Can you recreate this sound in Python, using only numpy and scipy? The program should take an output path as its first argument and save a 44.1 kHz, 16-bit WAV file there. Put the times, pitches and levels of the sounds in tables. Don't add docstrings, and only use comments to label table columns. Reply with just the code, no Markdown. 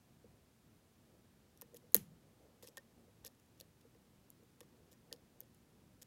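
import sys
import numpy as np
from scipy import signal
from scipy.fft import rfft, irfft, next_fast_len
from scipy.io import wavfile
from scipy.ndimage import map_coordinates

SR = 44100
rng = np.random.default_rng(int(sys.argv[2]) if len(sys.argv) > 2 else 0)


def log_audio(samples):
    frames = np.atleast_2d(samples).T
    limited = np.clip(frames, -1, 1)
    pcm = np.round(limited * 32767).astype(np.int16)
    wavfile.write(sys.argv[1], SR, pcm)


def nominal_scale(level):
    x = np.asarray(level, float) / 20
    return 10 ** x


N = 267422

# start in seconds, peak of the blade in dB, level of the jolt in dB.
HARD_PUSHES = [(1.6134, -79, -73), (1.6182, -63.5, -57.5), (1.7458, -73, -72), (1.945, -45.5, -40.5),
               (1.9664, -59.5, -53), (2.6248, -79, -64), (2.6395, -66, -68), (2.674, -84, -71.5),
               (2.772, -46, -55.5), (3.2429, -77, -65.5), (3.247, -60, -65.5), (3.2637, -63, -66.5),
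               (3.6096, -73.5, -76), (3.9474, -76, -72), (4.6055, -67, -60.5), (4.6302, -86, -69),
               (4.9284, -71, -77.5), (5.113, -59.5, -78.5), (5.1264, -65.5, -62.5), (5.4047, -75, -73),
               (6.0156, -70, -77), (6.0262, -81, -75)]


def unit(x):
    return x / np.sqrt(np.mean(x ** 2) + 1e-20)


def along(points, hz):
    f, v = np.transpose(points)
    return np.interp(np.log(hz + 1), np.log(f + 1), v)


def level_over_time(points):
    return np.interp(np.arange(N) / SR, *np.transpose(points))


def wobble(rate):
    knots = rng.standard_normal(int(N * rate / SR) + 4)
    return map_coordinates(knots, [np.arange(N) * rate / SR])


def add(track, s, sound):
    part = track[max(round(s * SR), 0):][:len(sound)]
    part += sound[:len(part)]


def ring(hz, db, t60, attack):
    t = np.arange(SR // 2) / SR
    rise = (1 - np.exp(-t / attack)) ** 2
    return nominal_scale(db - 60 * t / max(t60, .005)) * rise * np.sin(2 * np.pi * hz * t)


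def push(ms, spike):
    t = np.arange(1024) / SR
    length = max(ms, .3) / 1000
    rise = 1 - np.exp(-t / (0.13 * length))
    main_press = np.exp(-(t / (1.25 * length)) ** 2)
    chatter = .13 * np.exp(-t / .0024)
    roughness = rng.standard_normal(len(t)) * nominal_scale(4 * rng.standard_normal(len(t)))
    force = rise * (main_press + chatter) * roughness
    force[round(.2 * length * SR)] += spike * np.linalg.norm(force)
    return force


def struck(force, modes, scatter_db):
    f = np.fft.rfftfreq(len(force), 1 / SR)
    gains = nominal_scale(scatter_db * rng.standard_normal(len(modes)))
    body = 0
    for k, (hz, width, db) in enumerate(modes):
        resonance = 1j * f * width / (hz * hz - f * f + 1j * f * width)
        body = body + (-1) ** k * gains[k] * nominal_scale(db) * resonance
    low_hz, high_hz = modes[0][0], 1.47 * modes[-1][0]
    low_cut = (f / low_hz) ** 2 / (1 + (f / low_hz) ** 2)
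    high_cut = 1 / (1 + (f / high_hz) ** 4)
    sound = irfft(rfft(force) * body * low_cut * high_cut, len(force))
    return sound / np.linalg.norm(sound)


def air():
    # frequency in Hz, level in dB per Hz.
    noise_colour = [(12, -54.5), (28, -18.5), (61, -5.5), (112, -2), (185, -4), (207, -5.5), (232, -2),
                    (266, -8.5), (342, -9), (491, -16), (811, -20.5), (2150, -26.5), (2470, -27),
                    (15500, -33.5)]
    # time in seconds, level in dB.
    rumble_level = [
        (0.0, -73),
        (0.27, -68),
        (0.39, -72),
        (1.86, -70.5),
        (2.18, -67.5),
        (2.45, -71.5),
        (4.27, -70),
        (4.42, -70.5),
        (6.06, -70.5),
    ]
    hiss_top_hz, hiss_db = 15950, -75.5
    lift_db, lump_db = 1.5, 1.26
    m = next_fast_len(N)
    hz = np.fft.rfftfreq(m, 1 / SR)
    low = 1 / (1 + (hz / 900) ** 2)
    colour = nominal_scale(along(noise_colour, np.minimum(hz, 15000)) - 21 * (hz > hiss_top_hz))

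    def noise(share):
        return unit(irfft(rfft(rng.standard_normal(m)) * colour * np.sqrt(share), m)[:N])

    rumble_db = level_over_time(rumble_level) + lift_db + lump_db * wobble(rate=9)
    return nominal_scale(rumble_db) * noise(low) + nominal_scale(hiss_db) * noise(1 - low)


def room(x):
    # frequency in Hz, time to fall by 60 dB in seconds, level of the answer in dB.
    walls = [(299, .25, -15), (2000, .13, -20), (5000, .11, -27), (11000, .12, -28), (15000, .1, -29.5)]
    hz, t, z = signal.stft(rng.standard_normal(SR // 2), SR, nperseg=128)
    t60 = along([(f, die_s) for f, die_s, _ in walls], hz)[:, None]
    db = along([(f, level) for f, _, level in walls], hz)[:, None]
    fading = nominal_scale(db - 60 * t / t60) / np.sqrt(t60 * SR / 14)
    tail = signal.istft(z * fading, SR, nperseg=128)[1]
    delayed = np.pad(x, (90, 0))
    return signal.fftconvolve(delayed, tail)[:N]


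def handling():
    # time in seconds, level in dB.
    grip = [
        (0, -81.5),
        (1.2, -82.5),
        (1.6, -72.5),
        (2.1, -81.5),
        (2.65, -78),
        (3.4, -79.5),
        (4.4, -82),
        (5, -75.5),
        (6.06, -84),
    ]
    # frequency in Hz, width in Hz, level in dB.
    jaws = [(333, 110, -2), (500, 110, 0), (760, 300, -9.5)]
    rub = nominal_scale(6.0 * wobble(rate=14)) * rng.standard_normal(N)
    return nominal_scale(level_over_time(grip)) * unit(struck(rub, jaws, .1))


def bench():
    # start in seconds, level in dB.
    thumps = [
        (1.943, -33.5),
    ]
    # frequency in Hz, level in dB, time to fall by 60 dB in seconds, rise in seconds.
    board_hz, board_db, board_t60, board_rise = (210, 3, .11, 0.007)
    # frequency in Hz, width in Hz, level in dB, time to fall by 60 dB in seconds.
    low_bands = [(110, 50, -17, .25), (174, 57, -16.5, 0.61), (334, 60, -8.5, .1)]
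    out = np.zeros(N)
    t = np.arange(SR // 2) / SR
    f = np.fft.rfftfreq(SR // 2, 1 / SR)
    for s, db in thumps:
        add(out, s + 0.01, ring(board_hz, db + board_db, board_t60, board_rise))
        for hz, width, level, t60 in low_bands:
            shape = np.exp(-((f - hz) / width) ** 2)
            band = unit(irfft(rfft(rng.standard_normal(len(t))) * shape, len(t)))
            swell = 1 - np.exp(-(t * hz / 3) ** 2)
            add(out, s, nominal_scale(db + level - 60 * t / t60) * swell * band)
    return out


def vise_knocks():
    # start in seconds, peak in dB, frequency in Hz.
    knocks = [(0.242, -58.5, 480), (1.623, -57, 479), (1.734, -61, 500), (1.744, -53.5, 474),
              (1.838, -65, 494), (1.949, -28, 461), (2.232, -71, 544), (2.63, -55, 499), (2.645, -61, 522),
              (2.682, -60.5, 467), (2.775, -56.5, 544), (3.078, -68, 482), (3.248, -57, 478),
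              (3.264, -65, 538), (3.606, -59, 534), (3.849, -62, 465), (3.95, -65.5, 470),
              (4.396, -68, 415), (4.424, -65.5, 468), (4.61, -56.5, 490), (4.918, -66.5, 514),
              (5.118, -52, 503), (5.131, -53.5, 487), (5.403, -67, 455), (5.421, -68.5, 514),
              (6.019, -71, 518)]
    usual_t60_s, usual_db, harder_dies = .047, -53.5, .26
    out = np.zeros(N)
    for s, db, hz in knocks:
        t60 = usual_t60_s * nominal_scale(-harder_dies * (db - usual_db))
        main = ring(hz, db + 9.0, t60, 0.0022)
        twin = ring(hz * 1.09, db + 2.0, 1.1 * t60, 0.004)
        deep = ring(hz * 0.652, db - 0.5, t60, 0.0021)
        add(out, s, main + twin + deep)
    return out


def shell_jolts():
    # frequency in Hz, width in Hz, level in dB.
    shell_modes = [(800, 250, 3.5), (1165, 157, 4), (1500, 400, -5), (2010, 434, -0.5), (2550, 720, -7.5)]
    out = np.zeros(N)
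    for s, _, jolt_db in HARD_PUSHES:
        force = push(ms=3.24, spike=.9)
        add(out, s, nominal_scale(jolt_db + 22) * struck(force, shell_modes, 1.3))
    return out


def wrench():
    # frequency in Hz, level in dB, seconds until the finger has damped it by 30 dB.
    blade_modes = [(1604, -8, .024), (1950, -12, .018), (1820, 0, .034)]
    out = np.zeros(N)
    t = np.arange(SR // 2) / SR
    for s, db, _ in HARD_PUSHES:
        for hz, level, life in blade_modes:
            smother = nominal_scale(-30 * (t / life) ** 3)
            add(out, s, ring(hz, db + level - 2.5, 0.1616, 0.0009) * smother)
    return out


def catches():
    # start in seconds, length in ms, spring level in dB, plug level in dB relative to the springs.
    strokes = [(1.583, 1.5, -74, -5), (1.6256, 3, -76, 1.5), (1.7592, 14, -66.5, -2.5),
               (1.9335, 1.5, -70.5, -18), (2.633, 14, -67, -1), (2.669, 14, -67, 5),
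               (2.7753, 5, -62.5, 2.5), (3.244, 16, -75, 14), (2.649, 19, -74, -1), (3.311, 6, -77, -4),
               (4.433, 1.5, -75, -3), (3.3972, 1.5, -69.5, 0.5), (3.46, 1.5, -79, -8.5),
               (3.577, 1.5, -72.5, -8), (3.596, 11, -72, -3), (3.619, 1.5, -74, 0), (3.809, 5, -80, 3.5),
               (3.9473, 1.5, -74.5, 2.5), (4.301, 4, -75, -9), (4.4225, 1.5, -78, 5.5),
               (4.5035, 1.5, -79.5, 0), (4.606, 6, -66.5, 0), (4.6305, 6, -78.5, 1), (4.913, 10, -69.5, 0),
               (4.931, 7, -74, -1.5), (5.135, 7.3, -71, -2), (5.411, 2.5, -71, 1.5), (5.4316, 4, -79.5, -4),
               (5.5459, 3, -69, -9.5), (6.0148, 19, -71, 2)]
    gap_ms, contact_ms, spread_db = 2.4, 1.1, 4
    usual_pin_db, spot_hz = -3, 12300
    rows = []
    k = np.arange(10)
    for s, length_ms, db, plug_db in strokes:
        late, size, contact, pin, plug = rng.standard_normal((5, len(k)))
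        at_ms = gap_ms * (k + .25 * late * (k > 0))
        level = db + spread_db * size - 15 * np.maximum(at_ms - length_ms, 0)
        touch_ms = contact_ms * np.exp(.45 * contact)
        rows += zip(s + at_ms / 1000, touch_ms, level, usual_pin_db + 3 * pin, plug_db + 3 * plug)
    return [(*row, spot_hz) for row in rows]


def pins():
    # frequency in Hz, width in Hz, level in dB.
    spring_modes = [(9530, 580, 1), (11600, 1600, 0), (13000, 480, -3.5), (13500, 1100, 0),
                    (14600, 270, -4)]
    pin_modes = [(6790, 450, 2.5), (8200, 1200, 0), (8420, 740, -5)]
    plug_modes = [(3260, 1000, -2.5), (4500, 900, -2.5), (5306, 1210, -2)]
    # start in seconds, spring level in dB, pin level and plug level in dB relative to the springs,
    # favoured spring region in Hz.
    clicks = [(1.6133, -44, -18, -10, 13560), (1.9528, -24.5, -10, -13, 13000),
              (1.9654, -25.5, -11.5, -23.5, 12800), (2.6302, -58, 3, 0, 11200),
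              (2.674, -52.5, 0, -1, 11600), (2.687, -56.5, -2, -1, 11830), (2.773, -67, 1, -19, 12600),
              (2.7793, -49.5, -7, -18, 13410), (3.249, -45, -8, -9, 12410), (3.26, -55.5, -9, -8, 12900),
              (3.2678, -54.5, 1.5, -8, 14900), (3.2718, -52, 2, -3, 12500), (3.6125, -62, -1, 0, 13200),
              (4.303, -49, -10, -23.5, 11400), (4.6061, -52, -1.5, -6.5, 11900),
              (5.1272, -45.5, 1, 8.5, 12100), (5.4054, -39.5, -17.5, -22.5, 15400),
              (6.0165, -61, -0.6, -5, 11130), (6.026, -61, 1, -7, 9900), (6.0294, -53.5, -1, -1.5, 12500)]
    skids = [(1.5745, -63.5, -14, -5, 12800), (1.619, -48.5, -6, -9, 14750), (1.6215, -58, -7, -13, 14500),
             (1.7447, -57.5, -2, -9, 13000), (1.7682, -52.5, -16, -7, 11530),
             (1.9217, -60, -16, -19, 12900), (1.978, -52, -11, -5, 12110),
             (2.6263, -57.5, -15.5, -3.5, 13800), (2.7711, -51, 1, 0, 12300),
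             (3.2639, -47, -14.5, -4.5, 12500), (3.2679, -53.5, -2, -3.5, 13800),
             (3.2775, -59, -9, 3, 12000), (3.601, -53.5, -2.5, -2.5, 13500),
             (3.6098, -52.5, -9.5, 2, 13000), (5.134, -65, -8, 1.5, 11850), (6.0214, -57, 3.5, -3.5, 11600),
             (4.9287, -67, 4, 1.5, 13400), (5.1617, -76, -3, 9, 12300), (5.1126, -77, -4, -5, 12300),
             (2.6929, -74, 5, -1.5, 12300), (3.3488, -81, 7, 1, 12300), (1.752, -64, -9, -6, 12100)]
    click_ms, skid_ms = .42, 1.2
    contacts = [(s, click_ms, *rest) for s, *rest in clicks]
    contacts += [(s, skid_ms, *rest) for s, *rest in skids]
    out = np.zeros(N)
    for s, ms, db, pin_db, plug_db, spot_hz in contacts + catches():
        force = push(ms, spike=1.1 * (db > -58))
        favoured = [(hz, width, level - 5 * ((hz - spot_hz) / 1900) ** 2) for hz, width, level in spring_modes]
        parts = struck(force, favoured, 2.19)
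        parts = parts - nominal_scale(pin_db) * struck(force, pin_modes, 1.8)
        parts = parts + nominal_scale(plug_db) * struck(force, plug_modes, 1.8)
        longer_is_stronger = np.sqrt(ms * SR / 1000 + 16)
        add(out, s - .0002, nominal_scale(db) * longer_is_stronger * parts)
    return out


def snap():
    # start in seconds, level in dB, contact time in ms.
    slips = [
        (1.9450, -10, 0.18),
        (1.9445, -9, 0.26),
        (1.9457, 1, 0.26),
        (1.9461, -17.5, 0.27),
        (1.946, -13.5, 0.99),
    ]
    # frequency in Hz, width in Hz, level in dB.
    driver_modes = [(3430, 498, -14.5), (4272, 900, -16), (5890, 320, -13.5), (6600, 950, -10),
                    (7800, 730, -13.5), (9350, 390, -12.5), (10270, 721, -8), (12000, 1500, -2),
                    (13800, 700, -3.5), (15500, 500, -7)]
    shiver_modes = [(900, 280, -1.5), (2250, 1000, -1.5), (4070, 3200, -5.5), (6960, 1400, -2),
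                    (10700, 1500, -2), (13800, 1320, -3)]
    out = np.zeros(N)
    t = np.arange(SR // 4) / SR
    for s, db, ms in slips:
        add(out, s, nominal_scale(db + 4.5) * struck(push(ms, spike=3), driver_modes, 0.785))
    fading = nominal_scale(-60 * t / .21) + .6 * nominal_scale(-60 * t / .05)
    shiver = struck(fading * rng.standard_normal(len(t)), shiver_modes, 0.0971)
    add(out, slips[-1][0], nominal_scale(-17.0) * shiver)
    return out


def scene():
    lock = pins() + snap() + vise_knocks() + shell_jolts()
    mix = lock + wrench() + bench() + room(lock) + air() + handling()
    return mix[None]


def top_cut(x):
    return signal.sosfilt(signal.butter(12, 17170, fs=SR, output="sos"), x)


def record(dry):
    top_hz = 16250
    m = next_fast_len(N)
    hz = np.fft.rfftfreq(m, 1 / SR)
    microphone = 1 / np.sqrt(1 + (hz / top_hz) ** 60)
    heard = irfft(rfft(dry, m) * microphone, m)[:, :N]
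    return top_cut(heard)


dry = scene()
out = record(dry)
log_audio(out)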